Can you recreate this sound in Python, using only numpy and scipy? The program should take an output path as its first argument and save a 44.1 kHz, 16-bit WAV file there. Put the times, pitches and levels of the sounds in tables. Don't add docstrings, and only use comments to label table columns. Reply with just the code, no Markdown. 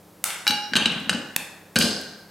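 import sys
import numpy as np
from scipy import signal
from scipy.fft import rfft, irfft
from scipy.io import wavfile

SR = 44100
rng = np.random.default_rng(int(sys.argv[2]) if len(sys.argv) > 2 else 0)


def transcribe(u):
    v = np.clip(np.atleast_2d(u).T, -1, 1)
    q = np.round(v * 32767).astype(np.int16)
    wavfile.write(sys.argv[1], SR, q)


N = 101430

# frequency_hz, relative_density_db
ROOM_TONE = [(25, -26), (50, -10), (100, -4.5), (180, -8), (320, 0), (500, -1.5), (1000, -8), (2000, -16.5),
             (4000, -19.5), (9000, -21), (16000, -16)]
# pitch_hz, level_db
HUM_TONES = [(100, -62.5), (170, -57), (200, -57.5), (303, -61.5)]
# band_hz, level_db, t60_s, side_to_mid_db
REVERB_BANDS = [(101, -7.5, 1, -22), (262, 0.5, 0.63, -18), (726, 2.5, 0.92, -11), (1610, -1, 0.98, -11.5),
                (2780, -2.5, 0.69, -9.5), (4800, -5.5, 0.72, -6), (9200, -7.5, 0.58, -7.5),
                (14600, -14, 0.3, -50)]
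# start_s, level_db, pitch_hz, relative_boom_db
DISH_THUMPS = [(0.497, -25, 236, -17), (0.719, -29, 250, -40), (0.753, -18.5, 229, -19.5),
               (.772, -20, 210, -28), (.815, -22.5, 262, -41), (.859, -19, 221, -20),
               (.912, -28.5, 197, -40), (.96, -25, 208, -23), (1.02, -31, 264, -44),
               (1.071, -28.5, 223, -44), (1.107, -22.5, 202, -17), (1.145, -20.5, 236, -22),
               (1.191, -36, 284, -30), (1.759, -16, 210, -15.5), (1.794, -16, 200.5, -18.5),
               (1.838, -16.5, 228.5, -17.5)]
# start_s, level_db, band_hz
CRUMB_TICKS = [(.304, 4.5, 2600), (.869, -13.5, 9000), (.921, -14, 8000), (.928, 0.5, 2180),
               (1.0005, -21.5, 11160), (1.137, -7, 6000), (1.147, -7.5, 6000), (2.013, -15, 12200)]
# start_s, fade_s, level_db, centre_hz
PIECE_SLIDES = [(.772, .13, -28.5, 3060), (1.815, 0.097, -26.5, 4520)]
STRENGTH_HZ = [500, 1000, 1600, 3000, 4700, 9000, 14000]
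# pitch_hz, damped_db, damped_t60_s, free_db, free_t60_s
DISH_MODES = [(833.3, -45, 0.016, -32, 0.42), (1513, -32, 0.025, -80, 0.57),
              (1614, -43.5, 0.076, -51, 0.38), (1733, -36.5, 0.028, -72, 0.37),
              (2348, -46.5, 0.098, -43.5, 0.23), (2857.3, -29.5, 0.024, -40, 0.51),
              (3058, -36, 0.046, -53, .4), (3918, -30.5, 0.034, -36.5, 0.13), (4515, -36, 0.055, -53, 0.3),
              (5100, -38.5, 0.083, -45.5, 0.37), (5620, -39.5, 0.024, -42.5, 0.31),
              (6150, -46, 0.15, -56, .4), (6620, -44, 0.036, -65, .33), (8550, -36.5, 0.069, -46, 0.23)]
# start_s, free_ring_db, room_db, lead_hz, lead_db, then strength_db at each STRENGTH_HZ
PIECE_KNOCKS = [ (0.4677, -6, -2.5, 2365, -26, 6, 6, 18.8, 7.5, 9.5, -6, -13),
                (0.4772, -0.5, 1, 3960, -27, 2, -1.5, 2.7, 15, 15, 2.5, 6.5),
                (.5075, -16, -11, 3980, -24, 6, 4.5, 7, 8.5, 8, -2, -4),
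                (.7350, -30, -6, 1635, -30.5, 10.5, 2, 14.2, 8, 8.5, -15, -18),
                (.7550, -25, 0.5, 1600, -40, 11.5, 5.5, 15, 16.5, 9, -3, -10),
                (0.7623, -22, -7, 4130, -17, 3, 11, -11, 14, 2, 8, -34),
                (.7668, -25, 0.5, 3180, -28, 10.5, 9.5, 16.6, 17, 9, 7.5, -3.5),
                (0.8576, -31, -2.5, 3980, -31.5, 15, 9, 13, 18.5, 11, -0.5, -26),
                (1.0945, -18.5, -3.5, 4950, -33, 13, 5.5, 15.3, 17, 11.5, 6.5, -10),
                (1.1295, -26, -17, 1670, -34, 6, -1, 11.6, -4.5, 1, -16, -18),
                (1.7581, -42, -1.5, 1554, -32, 15, 6, 17.9, 10.5, 6.5, 5.5, -2),
                (1.7621, -38, 0, 710, -37, 14.5, 1, 14, 12, 13.5, -6, -17),
                (1.7663, -42, -4.5, 487, -49, 11, 1, 20.1, 3.5, 0, 2, -14),
                (1.8079, -36, -2, 4400, -38, 3, -11, 1, 4, 12, -18, -13),
                (1.8122, -36, -6, 1670, -37, 1, 0, 6.6, 16, 14, -28, -19),
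                (1.8225, -36, 4, 3400, -32, 8, 8, 9, 7, 11, 5.5, -9)]
# start_s, room_db, pan_db, counter_lag_s, ring_hz, ring_db, then strength_db at each STRENGTH_HZ
BAR_SNAPS = [(0.2403, 6, -1.5, .0014, 1430, -38.5, -5, 2, 10.5, 1.9, 4.9, 9.8, 9.4),
             (1.3629, -3.5, -1.4, .00115, 2590, -26, 8, 7, 9, 10.2, 7.5, 9.8, 10.7),
             (1.7874, 9, 1, .00065, 4950, -28, -10, -23, -3, 6.5, 10.7, 9.7, 3.4)]

TIME_S = np.arange(N) / SR
SIDE = np.array([[1], [-1]])


def undb(db):
    return 10 ** (np.asarray(db) / 20)


def curve(hz, values, size=N):
    return np.interp(np.log(np.fft.rfftfreq(size, 1 / SR) + 1), np.log(hz), values)


def bandpass(x, low_hz, high_hz):
    return signal.sosfilt(signal.butter(2, [low_hz, high_hz], "band", fs=SR, output="sos"), x)


def colour(x, strength_db, size=32768):
    bass_cut = np.minimum(np.fft.rfftfreq(size, 1 / SR) / 160 + 0.017, 1) ** 2
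    cepstrum = irfft(np.log(undb(curve(STRENGTH_HZ, strength_db, size)) * bass_cut))
    cepstrum[1:size // 2] *= 2
    cepstrum[size // 2 + 1:] = 0
    impulse = irfft(np.exp(rfft(cepstrum)))[:size // 8]
    return signal.fftconvolve(x, impulse)[:len(x)]


def burst(rise_s, decay_s, size=4096):
    t = TIME_S[:size]
    envelope = (1 - np.exp(-t / rise_s)) * np.exp(-t / decay_s)
    x = np.sign(rng.standard_normal(size)) * envelope
    for _ in range(2):
        spectrum = rfft(x)
        x = irfft(spectrum / (np.abs(spectrum) + 1e-12)) * np.sqrt(envelope)
    return np.pad(x / np.sqrt(np.sum(x ** 2)), (0, N - size))


def ring(hz, db, t60_s, wave=np.sin):
    t = TIME_S[:int(t60_s * 1.2 * SR)]
    tone = undb(db) * np.exp(-np.log(1000) * t / t60_s) * wave(2 * np.pi * hz * t)
    return np.pad(tone, (0, N - len(t)))


def pan(x, db):
    return x * undb(SIDE * db / 2)


def add(bus, x, start_s, pan_db, room_db):
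    i = int(start_s * SR)
    bus[:2, i:] += pan(x[:N - i], pan_db)
    bus[2, i:] += x[:N - i] * undb(room_db)


def room_tone(air_db=-51.5, side_db=-15.5):
    mid, side = irfft(rfft(rng.standard_normal((2, N))) * undb(curve(*np.array(ROOM_TONE).T)), N)
    air = undb(air_db) * (mid + undb(side_db) * side * SIDE) / mid.std()
    hum = sum(undb(db) * np.sin(2 * np.pi * (hz * TIME_S + rng.random())) for hz, db in HUM_TONES)
    return air + hum


def kitchen_walls(feed, delay_s=0.004, build_s=0.0046):
    t = np.maximum(TIME_S - delay_s, 0)
    bands_hz = [row[0] for row in REVERB_BANDS]
    noise = rfft(rng.standard_normal((2, N)))
    response = 0
    for share, (_, db, t60_s, side_db) in zip(np.eye(len(bands_hz)), REVERB_BANDS):
        envelope = (1 - np.exp(-t / build_s)) * np.exp(-np.log(1000) * t / t60_s)
        envelope /= np.sqrt(np.sum(envelope ** 2))
        mid, side = irfft(noise * curve(bands_hz, share), N)
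        response += undb(db) * envelope * (mid + undb(side_db) * side * SIDE)
    return pan(signal.fftconvolve(feed[None], response, axes=1)[:, :N], db=0.3)


def dish_thumps(rise_s=0.0052, decay_s=0.0047, counter_hz=95, counter_decay_s=0.048):
    bus = np.zeros((3, N))
    attack = 1 - np.exp(-TIME_S / rise_s)
    bump_shape = attack ** 2 * np.exp(-TIME_S / decay_s)
    boom_shape = attack * np.exp(-TIME_S / counter_decay_s)
    for start_s, db, hz, boom_db in DISH_THUMPS:
        bump = bump_shape / bump_shape.max() * np.sin(2 * np.pi * hz * TIME_S)
        rumble = bandpass(rng.standard_normal(N), 150, 600)
        boom = np.sin(2 * np.pi * counter_hz * TIME_S) + undb(3.5) * rumble / rumble.std()
        thump = bump + undb(boom_db) * boom_shape * boom
        add(bus, undb(db) * thump, start_s, pan_db=3.5, room_db=-1.5)
    return bus


def crumb_ticks():
    bus = np.zeros((3, N))
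    for start_s, db, hz in CRUMB_TICKS:
        touch = burst(rise_s=0.00072, decay_s=0.00061)
        rattle = undb(-5) * burst(rise_s=0.003, decay_s=0.0047)
        tick = bandpass(touch + rattle, hz / 1.8, hz * 1.28)
        add(bus, undb(db) * tick, start_s, pan_db=0, room_db=4.5)
    return bus


def piece_slides(catches_per_s=610, band_ratio=1.144):
    bus = np.zeros((3, N))
    for start_s, fade_s, db, hz in PIECE_SLIDES:
        catches = (rng.random(N) < catches_per_s / SR) * rng.standard_normal(N)
        scrape = bandpass(catches, hz / band_ratio, hz * band_ratio)
        slide = scrape / scrape.std() * np.exp(-TIME_S / fade_s)
        add(bus, undb(db) * slide, start_s, pan_db=0, room_db=-0.5)
    return bus


def piece_knocks(high_count=14, high_span_hz=(5640, 14320), detune=0.01244, scatter_db=2.5):
    bus = np.zeros((3, N))
    high_hz = np.interp(np.arange(high_count) + rng.random(high_count), [0, high_count], high_span_hz)
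    modes = list(DISH_MODES) + [(hz, -41, 0.067, -51, 0.36) for hz in high_hz]
    free = sum((-1) ** k * ring(hz, db, t60_s) for k, (hz, _, _, db, t60_s) in enumerate(modes))
    for start_s, free_ring_db, room_db, lead_hz, lead_db, *strength_db in PIECE_KNOCKS:
        pitch_draw, level_draw = rng.standard_normal((len(modes), 2)).T
        damped = 0
        for k, (hz, db, t60_s, _, _) in enumerate(modes):
            loaded_hz = hz * (1 + detune * pitch_draw[k])
            damped += (-1) ** k * ring(loaded_hz, db + scatter_db * level_draw[k], t60_s)
        lead = ring(lead_hz, lead_db, t60_s=0.035, wave=np.cos)
        contact = undb(-4) * burst(rise_s=0.0001, decay_s=0.0012)
        rattle = undb(-10.5) * burst(rise_s=0.0018, decay_s=0.0096)
        knock = contact + rattle + lead + damped + undb(free_ring_db) * free
        add(bus, colour(knock, strength_db), start_s, pan_db=1, room_db=room_db)
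    return bus


def bar_snaps(reflection_db=-6):
    bus = np.zeros((3, N))
    for start_s, room_db, pan_db, counter_lag_s, ring_hz, ring_db, *strength_db in BAR_SNAPS:
        crack = burst(rise_s=0.00013, decay_s=0.0025)
        reflection = undb(reflection_db) * np.roll(crack, int(counter_lag_s * SR))
        halves = ring(ring_hz, ring_db, t60_s=0.019)
        add(bus, colour(crack + reflection + halves, strength_db), start_s, pan_db, room_db)
    return bus


def microphone_pair(x, lag_s=3e-6):
    phase = np.pi * np.fft.rfftfreq(N, 1 / SR) * lag_s * SIDE
    return irfft(rfft(x) * np.exp(1j * phase), N)


def scene():
    bus = bar_snaps() + piece_knocks() + piece_slides() + crumb_ticks() + dish_thumps()
    return microphone_pair(bus[:2]) + kitchen_walls(bus[2]) + room_tone()


def record(dry):
    ceiling, roll_off_hz, top_hz = 0.72, 13900, 16200
    rounded = ceiling * np.tanh(dry / ceiling)
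    softened = signal.sosfilt(signal.butter(3, roll_off_hz, fs=SR, output="sos"), rounded)
    return signal.sosfilt(signal.ellip(8, 0.2, 70, top_hz, fs=SR, output="sos"), softened)


dry = scene()
out = record(dry)
transcribe(out)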